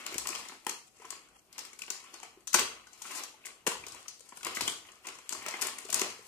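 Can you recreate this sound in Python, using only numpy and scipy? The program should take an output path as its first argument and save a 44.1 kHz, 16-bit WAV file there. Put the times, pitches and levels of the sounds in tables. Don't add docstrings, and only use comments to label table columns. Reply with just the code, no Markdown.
import sys
import numpy as np
from scipy import signal
from scipy.fft import rfft, irfft, dct
from scipy.io import wavfile
from scipy.ndimage import uniform_filter1d, map_coordinates

SR = 44100
rng = np.random.default_rng(int(sys.argv[2]) if len(sys.argv) > 2 else 0)


def persist_wave(psi):
    counts = np.round(np.clip(psi, -1, 1) * 32767).astype(np.int16)
    wavfile.write(sys.argv[1], SR, np.atleast_2d(counts).T)


def linear_from_db(decibels):
    return 10 ** (np.asarray(decibels, float) / 20)


N = 276507

# [pitch_hz, level_db per Hz]
AIR = [(15, 0), (25, 6), (49, 13.5), (335, 10.5), (1040, -21), (1790, -35), (2690, -53.5), (3520, -5),
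       (8500, -4.5), (14000, -1), (16000, -72)]
AIR_DB = -71

# [hardest_s, rise_s, fall_s, film_db, panels_db relative to the film]
STROKES = [(0.0, .1, 0.55, -53.5, 1.5), (0.308, 0.1, 0.3, -49.5, -1), (0.68, 0.02, 0.14, -56.5, 1),
           (1.018, 0.06, 0.36, -65.5, 5.5), (1.13, 0.27, 0.12, -60.5, -14), (1.59, 0.09, 0.16, -60.5, 4),
           (1.936, 0.04, 0.11, -54, -5.5), (2.17, 0.5, 0.24, -64.5, 3.5), (2.659, 0.06, 0.18, -64, 11.5),
           (3.048, 0.01, 0.1, -48, -4), (3.193, 0.19, -0.0841, -40, -9), (3.48, 0.8, 0.3, -73, 5.5),
           (3.7, -0.41, 0.14, -56, 3), (3.35, 1.2, -0.2, -69, -6), (2.9, 0.4, 0.9, -69, -2),
           (1.75, 0.56, -1.2, -70, -5), (3.93, -0.47, 0.27, -59.5, -2.5), (3.8, -0.65, 0.56, -61.5, -5),
           (4.1, -0.5, 1, -63.5, -19), (4.25, -0.17, 0.1, -63, -3.5), (4.441, -0.07, 0.51, -55, 4.5),
           (4.634, -0.02, 0.12, -44.5, -5), (4.87, -0.5, 0.1, -60.5, -6), (5.06, 0.05, 0.2, -56.5, 0.5),
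           (5.31, -0.12, 0.5, -54.5, -3), (5.518, 0.35, 0.53, -54.5, 2), (5.8, -0.4, 1, -58.5, -2),
           (6.031, 0.12, 0.16, -53.5, 5.5), (6.25, 0.1, 3, -61.5, -12)]
STROKE_ROUND = 1.5
# [level_db] for film, panels, hollow
RESTING_DB = [-81, -85, -74.5]
HOLLOW_RE_PANELS_DB, HOLLOW_RE_SHOVE_DB = -7, -8

# [start_s, peak_db, pitch_hz, neighbours_db relative to the peak]
FURTHER_POPS = [(0.061, -39, 2580, -2), (0.122, -41, 372, 7), (0.256, -37.5, 1090, 3), (0.494, -46.5, 1340, 7.5),
                (0.519, -44, 964, 4), (0.692, -47, 990, 9), (1.125, -40.5, 1060, 0), (1.582, -47, 973, 10.5),
                (1.818, -29.5, 2680, -17), (1.835, -38, 2450, -9), (1.903, -46.5, 361, -13), (2.2, -53, 930, 2),
                (0.143, -42, 377, 8.5), (0.142, -41, 2200, 0), (0.216, -49, 1130, -1), (0.271, -36, 2670, -2),
                (0.288, -39.5, 1120, 6.5), (0.327, -36.5, 2590, 2), (0.329, -44, 1270, -1.5),
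                (0.345, -43, 1060, 5), (0.388, -43, 970, 1), (3.865, -46.5, 428, 9.5), (3.439, -46, 2490, -10),
                (4.68, -32.5, 2290, -4), (5.308, -52, 302, -5), (5.59, -38, 1090, -2), (5.948, -39, 2020, -14),
                (6.016, -40, 2000, -9), (1.879, -39.5, 2800, 3.5), (1.904, -43, 1383, 3.5), (2.23, -48.5, 916, 11),
                (2.372, -48.5, 385, -17), (2.869, -48.5, 1430, -3), (3.235, -46, 1190, -17),
                (3.45, -40.5, 2240, 1), (3.716, -36.5, 1000, 5.5), (3.752, -38.5, 967, -0.5),
                (3.837, -38, 2590, -0.5), (4.322, -42.5, 968, 3.5), (4.43, -37, 2780, 0), (4.569, -29, 2000, 0),
                (4.607, -32, 954, 6), (5.325, -39, 1450, 7), (5.419, -39.5, 2100, -4), (5.482, -37.5, 665, 3),
                (5.539, -27, 2094, -2.5), (5.851, -42.5, 380, -8), (5.891, -41, 680, 8), (5.926, -37, 1022, 10)]
FURTHER_POP_MS = 6.7
# [start_s, peak_db, pitch_hz, length_ms, neighbours_db relative to the peak]
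POPS = [(0.157, -31, 320, 1.9, -12), (0.3, -41, 351, 9.5, -25), (0.35, -30, 3020, 8.7, -12),
        (0.666, -27, 900, 3.46, 5), (1.044, -42.5, 1070, 14.5, 1), (2.134, -53, 336, 16, 10),
        (2.542, -22.5, 1080, 10, 0), (2.54, -20.5, 1430, 11, -10), (2.546, -31.5, 350, 26, -4),
        (2.543, -24, 1960, 15, -12), (2.613, -37.5, 396, 14.6, 7), (2.585, -25, 2200, 19.7, 3),
        (2.673, -40, 1345, 11, -2), (3.466, -40.5, 1905, 8.9, -10), (3.484, -46, 2000, 16, 2.5),
        (3.503, -47, 2230, 6, -10), (3.666, -31, 2000, 9.9, -16), (3.667, -35, 570, 9.1, -11),
        (3.672, -27, 2680, 6.8, -7), (3.666, -29, 1010, 7, -10), (3.05, -41, 1330, 18, -8),
        (3.665, -29.5, 437, 11.6, 3), (3.678, -23, 397, 2.05, 2), (4.453, -32.5, 2130, 15, -1.5),
        (4.466, -32.5, 1150, 4.7, 7), (4.62, -31.5, 304, 2.4, 0), (4.677, -22.5, 3090, 2.2, 2),
        (4.681, -19.5, 2945, 5.3, -9.5), (3.101, -49, 1290, 28, -3), (3.149, -47, 2400, 30, 3),
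        (3.2, -44, 1103, 17, 5.5), (4.697, -36, 2990, 10, -3), (5.068, -50, 760, 17, 10.5),
        (5.348, -38, 1115, 7, 2.5), (5.462, -33.5, 1280, 4.2, 8.5), (5.621, -29.5, 2210, 15, 1),
        (5.648, -44.5, 379, 17, 11), (5.683, -40, 1130, 8.2, 8.5), (5.948, -37.5, 996, 55, 3.5),
        (6.015, -28.5, 385, 6.2, 7.5)]
PUMP_HZ, PUMP_DB, PUMP_DB_PER_OCT = 1150, -8, -2.5

# [start_s, peak_db, pitch_hz, length_ms]
SNAPS = [(0.0640, -25, 5100, 3.8), (0.1809, -22, 7400, 5.9), (0.271, -20.5, 6600, 3.6),
         (0.289, -25, 7400, 3.3), (0.6664, -24, 8600, 4.5), (0.6932, -24.5, 6100, 6.2),
         (1.104, -29, 7050, 4.9), (1.9024, -23.5, 6630, 5.9), (2.4715, -31, 7400, 5.3),
         (2.53, -27, 6300, 4.9), (2.543, -12.5, 6960, 6.5), (2.593, -17, 5800, 5.2),
         (3.6656, -23.5, 7240, 9.2), (3.672, -26.5, 9800, 7.4), (4.0802, -36.5, 5860, 12),
         (4.4481, -23.5, 7900, 2.7), (4.547, -33.5, 6460, 15), (4.559, -34, 6900, 17),
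         (4.608, -22.5, 4750, 8.3), (4.6771, -21.5, 8560, 6.4), (5.292, -25, 8040, 3.8),
         (5.323, -27.5, 7200, 8.8), (5.4835, -28, 6260, 7.1), (5.615, -26.5, 9700, 14),
         (5.6218, -27, 6750, 4.1), (5.669, -24.5, 8100, 5.4), (5.9, -29, 6400, 5.5),
         (5.927, -21.5, 7200, 6.1), (5.942, -20.5, 8760, 4.8), (5.994, -22, 6300, 6.2),
         (6.0139, -21.5, 7100, 3.6)]
# [start_s, peak_db, pitch_hz]
TICKS = [(0.126, -39, 7530), (0.144, -41, 5700), (0.349, -31, 5360), (0.4852, -35, 4840),
         (1.051, -43, 6560), (1.527, -42.5, 4230), (1.58, -33, 6900), (1.5895, -32, 6200),
         (1.65, -37.5, 7000), (1.789, -38, 8500), (1.819, -34, 5900), (2.1396, -37, 5260),
         (2.2303, -38.5, 6700), (2.8698, -46.5, 5300), (2.931, -43, 6100), (3.019, -33, 7000),
         (3.2351, -31.5, 5940), (3.4577, -34.5, 8600), (3.8655, -35, 5560), (3.92, -37, 6100),
         (4.2891, -41.5, 7750), (4.371, -36.5, 10000), (4.43, -37, 6840), (4.467, -30, 6460),
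         (5.0686, -32, 6300), (5.462, -32.5, 5950), (5.5667, -41, 6270), (5.7842, -33, 8900),
         (5.851, -37.5, 6000), (6.1, -36, 5730)]
TICK_HZ, TICK_MS = 7200, 6.77
# [start_s, peak_db, pitch_hz]
CRACKS = [(0.1426, -27, 5560), (0.197, -37, 8000), (0.148, -39, 7000), (0.22, -33, 7000),
          (0.304, -25, 6500), (0.316, -35.5, 7000), (0.359, -30, 6560), (0.392, -43, 6500),
          (3.691, -36, 7500), (3.719, -34, 7000), (4.572, -33, 7500), (4.621, -31, 7000),
          (4.636, -30, 6900), (4.699, -26, 6950), (5.352, -36.5, 6960), (5.648, -35, 7500),
          (5.969, -33, 7000), (5.98, -26, 7500), (0.283, -31, 7000), (0.649, -43, 6400),
          (1.8637, -38, 6500), (2.002, -41, 6400), (2.201, -41, 6500), (2.235, -42, 6500),
          (2.4764, -29, 7400), (2.533, -29, 6000), (2.5388, -21.5, 6500), (2.5427, -21, 8000),
          (2.55, -20, 6300), (2.549, -25, 6000), (2.588, -24.5, 5470), (3.4555, -32.5, 8100),
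          (3.4662, -34.5, 7600), (3.4508, -43, 7500), (3.4694, -48, 6000), (3.6635, -41, 7500),
          (3.6747, -25.5, 8150), (3.679, -29, 9000), (4.029, -42, 6500), (4.195, -40, 6470),
          (4.956, -47.5, 6570), (5.057, -44.5, 6460), (5.305, -43, 7500), (5.332, -32, 7500),
          (5.427, -37, 7960), (5.51, -30, 7040), (5.602, -49, 8000), (5.6127, -24, 8000),
          (5.618, -24.5, 7500), (5.6247, -25, 7550), (5.848, -39, 6540), (5.888, -36, 8000),
          (5.904, -27, 8000), (5.9296, -31, 7000), (5.9437, -17.5, 8100), (5.947, -23, 7600),
          (5.956, -31, 8500), (6.017, -24, 7500)]
CRACK_MS = 1.75
# [start_s, peak_db, pitch_hz, length_ms]
SQUEAKS = [
    (2.476, -28.5, 6080, 6),
    (2.532, -40, 6370, 2.8),
    (2.541, -13.5, 6150, 5),
    (4.08, -34.5, 6050, 7.3),
    (0.354, -40, 6000, 3.1),
    (5.994, -34, 5800, 2.4),
]
SQUEAK_WIDTH_HZ = 220
# [start_s, crease_db, panel_db, panel_pitch_hz]
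CRINKLES = [(0.998, -58, -51, 440), (1.019, -51, -46, 1000), (1.106, -55, -46, 1025),
            (1.286, -58, -61, 1470), (1.731, -43.5, -47.5, 2110), (1.792, -48, -48, 2280),
            (2.04, -47, -49.5, 1060), (2.405, -56, -64, 2000), (2.528, -48, -41, 2060),
            (2.556, -43, -38, 373), (3.016, -51, -48, 946), (3.34, -61.5, -50.5, 864),
            (3.468, -60, -50, 2000), (3.883, -37.5, -61, 990), (3.945, -41, -45, 1000),
            (4.058, -62, -49.5, 1225), (4.205, -44.5, -56, 496), (4.374, -70, -50.5, 1430),
            (4.408, -49, -47, 1480), (4.887, -64, -45.5, 2700), (4.918, -47, -62, 2000),
            (5.046, -52, -47.5, 1960), (5.085, -42, -39.5, 2490), (5.152, -45, -52, 1040),
            (5.186, -43.5, -46.5, 1006), (5.251, -86, -59, 443), (5.784, -52, -40.5, 2190),
            (6.06, -48, -41, 610), (6.19, -59, -48.5, 426)]
CRINKLE_NEIGHBOURS_DB = -0.5

# [pitch_hz, level_db per Hz]
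FILM = [(1500, -29), (2600, -11), (4000, -2), (6200, 0.5), (8000, -1), (11300, -4.5), (14000, -8.5),
        (17000, -6)]
# [pitch_hz, width_hz, level_db]
PANEL = [(1070, 147, -2.5), (1430, 106, -3), (2000, 720, -4.5), (2800, 1275, -5)]
# [pitch_hz, width_hz, level_db]
HOLLOW = [(230, 353, -5.5), (379, 210, 1.5), (465, 27, 2), (687, 330, -5.5)]
SLACK = [.94, 1.0, 1.06]
BANDS = 3

# [pitch_hz, time to fall 60 dB_s, level_db]
WALLS = [(149, 0.12, 0), (540, 0.25, 1), (1437, 0.31, -3.5), (3760, 0.35, 0), (9050, 0.31, -8),
         (15140, 0.1, -4.5)]

# [peak_s, level_db]
SHIFT = [(0.17, -57), (0.3, -64), (0.42, -73), (2.602, -50.5), (3.8, -55.5), (3.92, -63), (3.7, -58),
         (4.47, -60), (4.64, -52.5), (5.95, -56.5), (5.4, -61.5), (5.65, -60), (6.09, -57)]
SHOVE_RISE_S, SHOVE_FALL_S, SHOVE_REST_DB = 0.1, 0.2, -84
# [peak_s, level_db]
THUDS = [(0.21, -65), (0.38, -73), (0.549, -92), (1.33, -78), (1.78, -82.5), (2.38, -81), (2.8, -78),
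         (3.45, -83.5), (3.82, -72), (4.52, -84), (5.12, -80), (5.4, -85)]
MODE_HZ, MODE_RISE_S, MODE_FALL_S = 54, 0.098, 0.19

# [pitch_hz, left_minus_right_db]
PORTS = [(110, 2.5), (400, 0.5), (1300, 1), (2700, 3.5), (4000, -2), (5300, 2), (6200, 5.5), (8000, 8.5),
         (10000, 5), (11600, -1), (14200, 3)]
NOTCH_HZ, NOTCH_WIDTH_HZ, NOTCH_DEPTH = 3750, 500, 0.33
# [pitch_hz, level_db relative to its neighbours]
THIN = [(1000, -18), (2000, -8), (3000, -8), (3700, -2), (4700, -4), (6000, -8), (9400, -9), (11000, 0),
        (12500, 2), (14000, 7)]
# [start_s, peak_db]
TOP_FLASHES = [(0.181, -57), (0.2703, -55), (0.6654, -52), (1.1039, -79), (1.7888, -76), (1.9021, -53),
               (2.4713, -68), (2.5292, -56), (3.2355, -67), (3.456, -72), (3.465, -71.5), (3.6641, -68.5),
               (4.4298, -80), (4.4478, -70), (4.6079, -61), (5.2914, -84), (5.4625, -51), (5.621, -70),
               (0.064, -72), (0.143, -69), (5.67, -86), (5.9254, -54), (5.9424, -39), (5.9928, -78)]
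TOP_FLASH_MS, TOP_FLASH_DB = 2.0, 3
TOP_HZ, EDGE_HZ = 14350, 16400


def unit(x):
    return x / np.sqrt(np.mean(x ** 2))


def colour(x, points, size=4096):
    hz, db = np.transpose(points)
    grid = np.log(np.arange(size // 2 + 1) * SR / size + 1)
    cep = irfft(np.interp(grid, np.log(hz), db) * np.log(10) / 20)
    cep[1:size // 2] *= 2
    cep[size // 2 + 1:] = 0
    return signal.fftconvolve(x, irfft(np.exp(rfft(cep))))[:len(x)]


def ring(x, hz, width):
    return signal.lfilter(*signal.iirpeak(hz, hz / width, fs=SR), x)


def body(x, modes):
    click = (np.arange(4096) == 0) * 1.0
    shape = 0
    for k, (hz, width, db) in enumerate(modes):
        shape = shape + (-1) ** k * linear_from_db(db) * ring(click, hz, width)
    return signal.fftconvolve(x, shape / np.sqrt(np.sum(shape ** 2)))[:len(x)]


def swell(peak_s, rise_s, fall_s, db, rounded=0.87):
    t = np.arange(N) / SR - peak_s
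    away = np.where(t < 0, -t / max(rise_s, .01), t / max(fall_s, .01))
    return linear_from_db(2 * (db - 20 * away ** rounded))


def shoves():
    moves = sum(swell(s, SHOVE_RISE_S, SHOVE_FALL_S, db) for s, db in SHIFT)
    return linear_from_db(2 * SHOVE_REST_DB) + moves


def crackle(per_s, spread_db):
    hit = rng.random((BANDS, N)) < per_s / SR
    size_db = np.minimum(spread_db * rng.exponential(1, (BANDS, N)), 3 * spread_db)
    size = hit * linear_from_db(size_db)
    return np.array([unit(size * rng.standard_normal((BANDS, N))) for _ in range(2)])


def patchy(per_s, db):
    k = int(SR / per_s)
    steps = np.repeat(rng.standard_normal(N // k + 1), k)
    return linear_from_db(db * uniform_filter1d(steps, k // 2)[:N])


def burst(slips, s, ms, rise, tail_s):
    start, length = int(s * SR), ms / 1000
    t = np.arange(min(int((2 * length + tail_s) * SR), N - start)) / SR
    window = np.minimum(t / (rise * length), 1) * np.exp(-(t / length) ** 1.67)
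    at = slice(start, start + len(t))
    cut = window * slips[:, at]
    even = np.sqrt(np.sum(window ** 2) / np.sum(cut ** 2, axis=1, keepdims=True))
    return at, cut * even


def air():
    own, shared = rng.standard_normal((2, N)), rng.standard_normal(N)
    low = signal.butter(2, 600., fs=SR)
    mixed = [x + 0.51 * signal.lfilter(*low, shared - x) for x in own]
    return np.array([unit(colour(x, AIR)) for x in mixed]) * linear_from_db(AIR_DB)


def rustle_drive(slips):
    film = panel = 0
    for s, rise_s, fall_s, db, panels_db in STROKES:
        stroke = swell(s, rise_s, fall_s, db, STROKE_ROUND)
        film = film + stroke
        panel = panel + linear_from_db(2 * panels_db) * stroke
    hollow = linear_from_db(2 * HOLLOW_RE_PANELS_DB) * panel + linear_from_db(2 * HOLLOW_RE_SHOVE_DB) * shoves()
    grip = patchy(40, 1.0)
    levels = []
    for power, rest_db in zip((film, panel, hollow), RESTING_DB):
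        levels.append(np.sqrt(power + linear_from_db(2 * rest_db)) * grip * patchy(80, 2.78))
    return slips * levels


def pop_drive(slips, cycles=3.9, broad_db=-8, pump_db=-3):
    drive, notes = np.zeros((2, BANDS, N)), np.zeros(N)
    tension = 1 + .09 * unit(uniform_filter1d(rng.standard_normal(N), size=40))
    small = [*FURTHER_POPS, *[(s, db, hz, CRINKLE_NEIGHBOURS_DB) for s, _, db, hz in CRINKLES]]
    events = [*POPS, *[(s, db, hz, FURTHER_POP_MS, mid_db) for s, db, hz, mid_db in small]]
    for s, db, hz, ms, mid_db in events:
        bass_db = mid_db + PUMP_DB + PUMP_DB_PER_OCT * abs(np.log2(hz / PUMP_HZ))
        at, cut = burst(slips[:, 1], s, ms, 0.14, .03)
        drive[:, 1, at] += linear_from_db(db + mid_db + broad_db) * cut
        drive[:, 2, at] += linear_from_db(db + bass_db + pump_db) * cut
        t = np.arange(cut.shape[1]) / SR
        rise = t / (ms / 2000)
        swing = rise * np.exp(1 - rise - (t * hz / (4 * cycles)) ** 2)
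        notes[at] += linear_from_db(db) * swing * np.sin(2 * np.pi * hz * np.cumsum(tension[at]) / SR)
    return drive, notes


def snap_drive(slips, ring_share=0.5, ring_width=3720.0, push_db=-16, spark_db=-9, spark_hz=13020.0):
    drive, sparks = np.zeros((2, BANDS, N)), np.zeros((2, N))
    small = [*TICKS, *[(s, db, TICK_HZ) for s, db, *_ in CRINKLES]]
    events = [*SNAPS, *[(*row, TICK_MS) for row in small], *[(*row, CRACK_MS) for row in CRACKS]]
    for s, db, hz, ms in events:
        at, cut = burst(slips[:, 0], s, ms, 0.15, 0.00305)
        ringing = 1.59 * ring_share * ring(cut, hz, ring_width)
        drive[:, 0, at] += linear_from_db(db) * ((1 - ring_share) * cut + ringing)
        drive[:, 1, at] += linear_from_db(db + push_db) * cut
        sparks[:, at] += linear_from_db(db + spark_db + 0.3 * (db + 19)) * cut
    for s, db, hz, ms in SQUEAKS:
        at, cut = burst(slips[:, 0], s, ms, 0.22, .006)
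        drive[:, 0, at] += linear_from_db(db + 10.5) * ring(cut, hz, SQUEAK_WIDTH_HZ)
    return drive, ring(ring(sparks, spark_hz, 5000.0), spark_hz, 5000.0)


def panels(drive, stretch):
    share = np.exp(-(stretch - np.array([[-1.2], [0], [1.2]])) ** 2)
    share = share / np.sqrt(np.sum(share ** 2, axis=0))
    sound = 0
    for part, k in zip(share, SLACK):
        sound = sound + body(part * drive, [(hz * k, width * k, db) for hz, width, db in PANEL])
    return sound


def bag():
    slips = crackle(20000, 2.0)
    pops, notes = pop_drive(slips)
    clicks = signal.lfilter([1], [1, -.975], abs(crackle(200, 4.8)))
    ticks = np.minimum(clicks, 30) * slips / 4
    snaps, sparks = snap_drive(slips)
    rustle = rustle_drive(crackle(14000, 3.5) + linear_from_db(-9.0) * ticks)
    drive = linear_from_db(-2) * snaps + pops + rustle
    alike = np.array([.05, .7, .97])[:, None]
    right = alike * drive[0] + np.sqrt(1 - alike ** 2) * drive[1]
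    grip = np.repeat(rng.standard_normal(N // 6000 + 1), 6000)
    stretch = unit(uniform_filter1d(grip, 4000)[:N])
    click = (np.arange(4096) == 0) * 1.0
    film_gain = 1 / np.sqrt(np.sum(colour(click, FILM) ** 2))
    sound = []
    for film, panel, hollow in (drive[0], right):
        sound.append(film_gain * colour(film, FILM) + panels(panel, stretch) + body(hollow, HOLLOW))
    small = signal.butter(2, 170., "high", fs=SR)
    return signal.lfilter(*small, sound), signal.lfilter(*small, notes + sparks)


def walls(dry, gap_s=0.00011, alike_hz=1220.0, waver_samples=1.6):
    t = np.arange(int(.7 * SR)) / SR
    onset = np.clip((t - gap_s) / 0.012, 0, 1) ** 0.97
    shared = rng.standard_normal(len(t))
    low = signal.butter(2, alike_hz, fs=SR)
    wet = []
    for x in dry:
        own = rng.standard_normal(len(t))
        noise = own + signal.lfilter(*low, shared - own)
        tail = 0
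        for hz, t60, db in WALLS:
            tail = tail + linear_from_db(db - 60 * t / t60) * ring(noise, hz, 0.69 * hz) / np.sqrt(t60 * SR / 14)
        echo = rfft(onset * tail)
        power = abs(echo) ** 2
        even = np.sqrt(uniform_filter1d(power, size=300) / uniform_filter1d(power, size=24))
        wet.append(signal.fftconvolve(x, irfft(echo * even, len(t)) * (onset > 0))[:N])
    waver = unit(uniform_filter1d(uniform_filter1d(rng.standard_normal(N), size=150), size=150))
    places = np.arange(N) + waver_samples * waver
    return np.array([map_coordinates(x, [places], mode="mirror") for x in wet])


def shift():
    rumble = ring(ring(ring(rng.standard_normal(N), 75.0, 90.0), 130.0, 130.0), 78.6, 190.0)
    return unit(rumble) * np.sqrt(shoves()) * linear_from_db(-7.0)


def room_mode():
    t = np.arange(N) / SR
    waver = unit(uniform_filter1d(uniform_filter1d(rng.standard_normal(N), size=4000), size=4000))
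    power = sum(swell(s, MODE_RISE_S, MODE_FALL_S, db, STROKE_ROUND) for s, db in THUDS)
    return np.sqrt(2 * power) * np.sin(2 * np.pi * MODE_HZ * t + waver)


def scene():
    film, notes = bag()
    left, right = film + notes
    shade = [(500, -1.5), (2000, -1.0), (6000, -7.5), (14000, -8.5)]  # (Hz, dB)
    direct = np.array([left, np.roll(colour(right, shade), shift=3)])
    echoes = walls(film + linear_from_db(-7) * notes)
    return direct + echoes + shift() + air() + room_mode()


def thin_out(x, steady, hop=1024, start=139):
    window = np.sin(np.pi * (np.arange(2 * hop) + .5) / (2 * hop))
    where = start + hop * np.arange((N - start) // hop - 1)[:, None] + np.arange(2 * hop)
    a, b, c, d = np.split(x[:, where] * window, 4, axis=2)
    folded = np.concatenate([-c[..., ::-1] - d, a - b[..., ::-1]], axis=2)
    lines = dct(folded, type=4, norm="ortho")
    hz, db = np.transpose(THIN)
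    patches = uniform_filter1d(rng.standard_normal((len(where), hop // 16)), 3, axis=0)
    patches_db = 10 * np.repeat(patches, 16, axis=1)
    step_db = np.interp(np.arange(hop) * SR / 2 / hop, hz, db) + patches_db
    weak = lines ** 2 < uniform_filter1d(lines ** 2, size=96) * linear_from_db(2 * step_db)
    dropped = lines * weak * steady[where].all(axis=1)[:, None]
    u, v = np.split(dct(dropped, type=4, norm="ortho"), 2, axis=2)
    lost = window * np.concatenate([v, -v[..., ::-1], -u[..., ::-1], -u], axis=2)
    out = x.copy()
    for half in (slice(0, hop), slice(hop, 2 * hop)):
        out[:, where[:, half]] -= lost[:, :, half]
    return out


def cut_above(x, hz):
    return signal.sosfiltfilt(signal.ellip(10, .1, 80, hz, fs=SR, output="sos"), x)


def low_pass(x):
    return signal.sosfilt(signal.butter(12, 16900, fs=SR, output="sos"), x)


def record(dry):
    left = colour(dry[0], [(hz, db / 2) for hz, db in PORTS])
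    right = colour(dry[1], [(hz, -db / 2) for hz, db in PORTS])
    x = np.array([left, right])
    x = x - NOTCH_DEPTH * ring(x, NOTCH_HZ, NOTCH_WIDTH_HZ)
    low = cut_above(x, TOP_HZ)
    top = cut_above(x, EDGE_HZ) - low
    power = np.sum(top ** 2, axis=0)
    earlier = np.roll(uniform_filter1d(power, size=512), shift=400)
    sudden = uniform_filter1d(power, size=128) > 45 * earlier
    t = np.arange(N) / SR
    sudden = sudden | (abs(t - np.array(TOP_FLASHES)[:, :1]).min(axis=0) < .003)
    level = np.sqrt(uniform_filter1d(power, size=256)) + 1e-6
    gate = 0
    for s, db in TOP_FLASHES:
        gate = gate + linear_from_db(db + TOP_FLASH_DB) * np.exp(-((t - s) * 1000 / TOP_FLASH_MS - 1) ** 2)
    return low_pass(thin_out(low, ~sudden) + gate / level * top)


dry = scene()
out = record(dry)
persist_wave(out)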